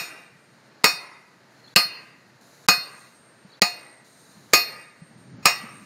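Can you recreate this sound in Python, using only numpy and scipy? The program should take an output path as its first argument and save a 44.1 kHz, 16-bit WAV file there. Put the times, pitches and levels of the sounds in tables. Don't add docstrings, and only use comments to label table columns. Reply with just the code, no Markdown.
import sys
import numpy as np
from scipy import signal
from scipy.fft import rfft, irfft, next_fast_len
from scipy.io import wavfile
from scipy.ndimage import uniform_filter1d, map_coordinates

SR = 44100
rng = np.random.default_rng(int(sys.argv[2]) if len(sys.argv) > 2 else 0)


def voltage_ratio(decibels):
    exponent = np.asarray(decibels, float) / 20
    return 10 ** exponent


def store_pcm(level_fs):
    pcm = np.round(np.clip(level_fs, -1, 1) * 32767).astype(np.int16)
    wavfile.write(sys.argv[1], SR, np.atleast_2d(pcm).T)


N = 257984


def unit(x):
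    return x / np.sqrt(np.mean(x ** 2) + 1e-20)


def along(points, hz):
    f, v = np.transpose(points)
    return np.interp(np.log(hz + 1), np.log(f + 1), v)


def curves(rows, t):
    s, *columns = np.transpose(rows)
    return [np.interp(t, s, column) for column in columns]


def wobble(rate, size=N):
    knots = rng.standard_normal(int(size * rate / SR) + 4)
    return map_coordinates(knots, [np.arange(size) * rate / SR])


def add(track, sound, s):
    i = round(s * SR)
    part = sound[max(-i, 0):][:N - max(i, 0)]
    track[max(i, 0):][:len(part)] += part


def noise(spectrum):
    m = next_fast_len(N)
    colour = voltage_ratio(along(spectrum, np.fft.rfftfreq(m, 1 / SR)))
    return unit(irfft(rfft(rng.standard_normal(m)) * colour, m)[:N])


def dying(spectrum, t60s, lumpy_db=0):
    hz, t, z = signal.stft(rng.standard_normal(SR), SR, nperseg=256)
    colour = unit(voltage_ratio(along(spectrum, hz) + lumpy_db * rng.standard_normal(len(hz))))[:, None]
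    decay = voltage_ratio(-60 * t / along(t60s, hz)[:, None])
    return signal.istft(z * colour * decay, SR, nperseg=256)[1][:SR]


def ring(hz, db, t60, t, flutter_db=0):
    onset = np.minimum(np.arange(len(t)) / SR / 0.043, 1)
    flutter = flutter_db * wobble(35, size=len(t)) * onset
    return voltage_ratio(db - 60 * t / t60 + flutter) * np.sin(2 * np.pi * (hz * t + rng.random()))


# hz, level_db per Hz
HUM_SPECTRUM = [(180, -39.5), (300, -6.5), (359, -8.5), (684, -8.5), (753, -12), (900, -8.5), (978, -12.5),
                (1720, -10), (2560, -18.5), (3510, -24), (4310, -18.5), (8000, -35), (10400, -65),
                (17600, -120)]
# after_blow_s, level_db
HUM_SWELL = [(0, 3.5), (.16, 9.5), (.42, 0.5), (.92, 4)]


def hum():
    t = np.arange(N) / SR
    starts = np.array([blow[0] for blow in BLOWS])
    since_blow = t - starts[np.searchsorted(starts, t) - 1]
    level_db = -59.5 + curves(HUM_SWELL, since_blow)[0] + 0.33 * wobble(29)
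    return voltage_ratio(level_db) * noise(HUM_SPECTRUM)


# hz, level_db per Hz
WIND_SPECTRUM = [(15, -60), (25, -34.5), (86, -13), (125, 2), (230, -2.5), (263, -4), (539, -24),
                 (600, -22.5), (780, -51.5), (1320, -120)]
# time_s, level_db
GUST = [(0, -64.5), (.3, -64.5), (1.25, -68), (1.73, -63), (2.15, -64), (4.1, -66), (4.6, -57.5),
        (4.95, -69.5), (5.36, -48.5), (5.55, -58.5), (5.85, -56.5)]


def wind():
    lumpy = unit(voltage_ratio(0.77 * wobble(16)) * noise(WIND_SPECTRUM))
    return voltage_ratio(curves(GUST, np.arange(N) / SR)[0] + 5.0) * lumpy


# hz, level_db per Hz
LEAF_SPECTRUM = [(1760, -40.5), (3000, -21), (3930, 2), (5270, -7.5), (6810, 0.5), (8200, -14), (8930, -6),
                 (15100, -15.5), (16200, -27), (16500, -52.5)]
# start_s, length_s, level_db
RUSTLE = [
    (-.1, 0.08, -49),
    (1.5, 0.55, -66.5),
    (2.406, 0.69, -60),
    (4.04, 0.7, -60.5),
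    (5.5, .4, -62.5),
]


def leaves():
    rise_s, settle_s, still_db = 0.0068, .12, -70
    t = np.arange(N) / SR
    stir = np.zeros(N)
    for s, length, db in RUSTLE:
        settling = np.exp(-np.maximum(t - s - length, 0) / settle_s)
        stir += voltage_ratio(db) * np.clip((t - s) / rise_s, 0, 1) * settling
    return np.maximum(stir, voltage_ratio(still_db)) * voltage_ratio(.8 * wobble(31)) * noise(LEAF_SPECTRUM)


# start_s, length_s, level_db, warble_hz, aside_db
BIRD = [
    (.7, .1, -66, 60, -90),
    (1.55, .08, -65, 100, -90),
    (1.625, .085, -55, 110, -58),
    (1.69, .05, -60, 350, -66),
    (3.474, .115, -57, 330, -60),
    (4.3, .1, -65, 60, -90),
]


def bird():
    song_hz, warble_rate_hz, aside_s = 4200, 30, .03
    out = np.zeros(N)

    def whistle(hz, db):
        return voltage_ratio(db + 4.5) * np.hanning(len(hz)) ** .5 * np.sin(2 * np.pi * np.cumsum(hz) / SR)

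    for s, length, db, depth_hz, aside_db in BIRD:
        t = np.arange(round(length * SR)) / SR
        add(out, whistle(song_hz - depth_hz * np.cos(2 * np.pi * warble_rate_hz * t), db), s)
        add(out, whistle(np.linspace(3150, 3750, round(aside_s * SR)), aside_db), s + length / 2)
    out = out * (.8 + .4 * wobble(150))
    blur = dying([(4000, 0)], [(4000, 0.14)])
    return .8 * out + .6 * signal.fftconvolve(out, blur / np.linalg.norm(blur))[:N]


# start_s, peak_db, pitch_hz
THUMPS = [
    (3.452, -36, 185),
    (4.372, -38, 194),
    (5.022, -29.5, 163),
    (5.112, -41, 219),
    (5.159, -39.5, 161.6),
    (5.291, -41, 182),
    (5.342, -35.5, 124.4),
    (5.389, -32.5, 198.5),
    (5.639, -31, 220),
    (5.819, -35, 196),
]


def thumps():
    t = np.arange(SR // 10) / SR
    out = np.zeros(N)
    settling = [(blow[0] + 0.095, -36.5, 163) for blow in BLOWS[:4]]
    for s, db, hz in THUMPS + settling:
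        envelope = (t / 0.014) * np.exp(-t / 0.0052)
        add(out, voltage_ratio(db + 12.5) * envelope * np.sin(2 * np.pi * hz * t), s - .004)
    return out


# hz, t60_s
YARD_T60 = [(150, 0.21), (700, 0.77), (2000, 1), (4500, 0.12), (9000, 0.15), (16000, 0.51)]
# hz, level_db
YARD_COLOUR = [(100, -9.5), (500, -5), (2500, -5.5), (3300, 0), (4500, 1), (9000, 21.5), (16000, -10)]
# delay_s, rise_s, level_db
FAR_WALL = (0.18, 0.22, -34.5)


def yard():
    t = np.arange(SR) / SR
    delay, rise, far_db = FAR_WALL
    near, far = dying(YARD_COLOUR, YARD_T60), dying(YARD_COLOUR, YARD_T60)
    far = far * np.clip((t - delay + rise) / rise, 0, 1) ** 2
    return voltage_ratio(-24.5) * near / np.linalg.norm(near) + voltage_ratio(far_db + 1.5) * far / np.linalg.norm(far)


# pitch_hz, t60_s
HEAD_MODES = [(8650, 7.8), (13385, .45)]
# after_blow_s, direct_speed_m/s, ground_speed_m/s, ground_db
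SWING = [
    (0, 0, -.2, -3),
    (.15, 1.2, -.4, 0),
    (.33, 3.4, .4, -2),
    (.43, 4.4, 2, -20),
    (.6, 1.6, 1.6, -40),
    (.8, -2.6, 0, -40),
    (.92, -6, 0, -40),
]
# after_blow_s, level_db
FACING = [(0, -4), (.1, -2), (.3, 0), (.37, -3), (.42, -13), (.47, -2), (.75, -5), (.83, -12), (.88, -30)]


def hammer(ring_db):
    t = np.arange(SR) / SR
    away, away_ground, ground_db = curves(SWING, t)

    def heard(speed):
        return np.cumsum(1 - speed / 343) / SR

    def tone(u):
        return sum(ring(hz, db, t60, u, flutter_db=1.8) for (hz, t60), db in zip(HEAD_MODES, ring_db))

    both_paths = tone(heard(away)) + voltage_ratio(ground_db) * tone(heard(away_ground))
    return voltage_ratio(curves(FACING, t)[0]) * both_paths


MODE_HZ = [712, 1227, 2502, 4266, 4473, 4761, 5160, 5465, 6678, 6856, 10350, 14158, 1935, 2066, 2545, 2767,
           3700, 5418, 3870, 5900, 8296, 8485, 8765, 9138]
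# antinode_db, pattern_phase_degrees
MODE_SHAPE = [(-22, 170), (-9, 160.7), (-11.5, 167), (-12, 126), (-17, 126), (-21, 131), (-19.5, 110),
              (-18, 126), (-11, 156), (-25, 43), (-32.5, 132), (-25, 150), (-25.5, 144), (-31, 126),
              (-21.5, 100), (-23, 145), (-28.5, 170), (-24.5, 162), (-35.5, 42), (-41, 210), (-37.5, 34),
              (-34, 96), (-36, 250), (-34, 200)]
DIAMETERS = [6, 6, 6, 6, 7, 7, 6, 3, 4, 7, 7, 5, 4, 5, 6, 4, 6, 4, 7, 7, 6, 2, 4, 3]


def drive(place, hardness):
    node_leak = 0.064
    top_db, phase = np.transpose(MODE_SHAPE)
    reach = np.abs(np.cos(np.radians(np.array(DIAMETERS) * place + phase))) + node_leak
    return top_db + 20 * np.log10(reach) + hardness * np.log2(np.array(MODE_HZ) / 3000)


MODE_T60 = [0.28, 0.19, 0.27, 0.37, 0.35, 0.29, 0.26, 0.26, 0.12, 0.27, 0.24, 0.3, 0.5, 0.5, 0.2, 0.4, 0.46,
            0.34, 0.46, 0.51, 0.39, 0.29, 0.36, 0.28]
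TWIN_DB = [-28, -29, -18, -30, -30, -17, -30, -24, -26, -26, -28, -36, -15, -15, -18, -19, -24, -26, -20,
           -32, -22, -28, -26, -26]
BODY_HZ = [9815, 10840, 15115, 12000, 12450, 15620]
# level_db, t60_s
BODY = [(-55.5, 0.71), (-46, 0.13), (-34.5, .14), (-32.5, .17), (-36, .16), (-44.5, 0.2)]
# hz, level_db per Hz
CRASH = [(35, -46), (60, -21), (414, -5.5), (712, -5), (1220, -3.5), (1590, -6.5), (2720, -2),
         (3210, -17.5), (4680, 1.5), (6210, -19.5), (6830, -7), (14500, -34.5), (16700, -32)]
# hz, t60_s
CRASH_T60 = [(100, 0.12), (500, 0.17), (1500, 0.28), (4000, 0.14), (9000, 0.046), (16000, .045)]
# hz, level_db per Hz
SHIMMER = [(240, -51), (400, -22.5), (1220, -14), (2100, -9.5), (2510, -5), (3310, -28.5), (4380, -10),
           (6240, -20), (6740, -23.5), (14600, -25.5), (16000, -35)]
# hz, t60_s
SHIMMER_T60 = [(500, 0.43), (2000, 0.067), (5000, 0.38), (9000, 0.19), (15000, 0.13)]


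def disc(blow, thud_db, knock_db):
    _, crash_db, place, hardness, _ = blow
    t = np.arange(SR) / SR
    t60s = 0.89 * np.array(MODE_T60)
    rim, twins, body = np.zeros(SR), np.zeros(SR), np.zeros(SR)
    for hz, t60, db, twin_db in zip(MODE_HZ, t60s, drive(place, hardness), TWIN_DB):
        rim += ring(hz, db, t60, t, flutter_db=1.8)
        twins += ring(hz + 4, db + twin_db, 2.69 * t60, t) * (0.9 + 0.8 * wobble(60, size=SR))
    for hz, (db, t60) in zip(BODY_HZ, BODY):
        body += ring(hz, db + 1.8 * hardness + rng.normal(0, 2.7), t60, t, flutter_db=-1.5)
    contact = 1 + 15.9 * voltage_ratio(-60 * t / 0.019)
    crash = voltage_ratio(crash_db) * contact * 0.31 * dying(CRASH, CRASH_T60, lumpy_db=3.5)
    shimmer = voltage_ratio(-24 + hardness) * dying(SHIMMER, SHIMMER_T60)
    thud = ring(195, thud_db, 0.068, t) + ring(445, knock_db, 0.05, t)
    return (rim + twins + body + crash + shimmer + thud) * (1 - np.exp(-t / .0008))


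# start_s, crash_db, rim_place_degrees, hardness_db per octave, hush_before_s
BLOWS = [
    (-.08, 0.5, -4.5, 3.5, .005),
    (0.8409, -3, 27, 3, 0.0087),
    (1.7599, -3.5, -18, 1.6, 0.018),
    (2.6852, -4, 38, 0.5, 0.018),
    (3.6181, -5.5, -10, -2.5, 0.021),
    (4.5335, -2, 2.5, 2.6, 0.0073),
    (5.4552, -0.5, 22.5, 1.7, 0.0033),
]
# thud_db, hollow_knock_db, hammer_ring_db, upper_head_mode_db
KNOCK = [(-37, -30.5, -64, -41.5), (-18.5, -8, -73, -53.5), (-13, -53.5, -72, -67),
         (-16, -33, -53.5, -39.5), (-15, -24, -54, -41.5), (-25, -30.5, -55, -36), (-21.5, -34, -52.5, -38)]


def blows():
    out = np.zeros(N)
    for blow, (thud_db, knock_db, *ring_db) in zip(BLOWS, KNOCK):
        clang = disc(blow, thud_db, knock_db)
        add(out, clang, blow[0])
        add(out, signal.fftconvolve(clang, yard()), blow[0] + 0.014)
        add(out, hammer(ring_db)[:round(.915 * SR)], blow[0])
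    return out


def scene():
    return (hum() + wind() + leaves() + bird() + thumps() + blows())[None]


def masked(x, near_db, under_db, quiet_db, from_hz):
    hz, _, z = signal.stft(x, SR, nperseg=1024)
    power = np.abs(z) ** 2
    patch = uniform_filter1d(uniform_filter1d(power, size=4, axis=0), size=3, axis=1)
    beside = uniform_filter1d(power, size=28, axis=0) * voltage_ratio(2 * near_db)
    falling = voltage_ratio(-2 * 9 * np.log2(np.maximum(hz, 1) / from_hz))[:, None]
    under = np.maximum(power.sum(0) * voltage_ratio(2 * under_db), voltage_ratio(2 * quiet_db))
    limit = np.maximum(beside, falling * under)
    kept = (patch > limit) | (hz[:, None] < from_hz)
    return signal.istft(z * kept, SR, nperseg=1024)[1][:N]


def roll_off(x):
    return signal.sosfilt(signal.butter(12, 16860, fs=SR, output="sos"), x)


def record(dry):
    wet = dry / (1 + np.abs(dry / 0.5) ** 5) ** (1 / 5)
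    t, hush, burst = np.arange(N) / SR, np.ones(N), np.zeros(N)
    for s, *_, gap in BLOWS:
        hush *= np.clip(np.maximum(s - gap - t, t - s + 0.00041) / 0.0017, 0, 1)
        burst += (t > s - .0042) * (t < s) * voltage_ratio(-32 + 1200 * np.minimum(t - s, 0))
    wet = masked(wet[0], near_db=-10, under_db=-46, quiet_db=-101, from_hz=7300)[None]
    last_s, early_s = BLOWS[-1][0], .03
    swell = np.clip((t - last_s + early_s) / early_s, 0, 1) ** .5 * (t < last_s)
    lead_in = voltage_ratio(-30) * swell * np.roll(wet, -round(early_s * SR + 400), axis=1)
    wet = wet * hush + burst * noise(CRASH) + lead_in
    wet = signal.sosfilt(signal.butter(1, 90, "high", fs=SR, output="sos"), wet)
    wet = signal.sosfiltfilt(signal.cheby2(12, 70, 17100, fs=SR, output="sos"), wet)
    return roll_off(wet)


dry = scene()
out = record(dry)
store_pcm(out)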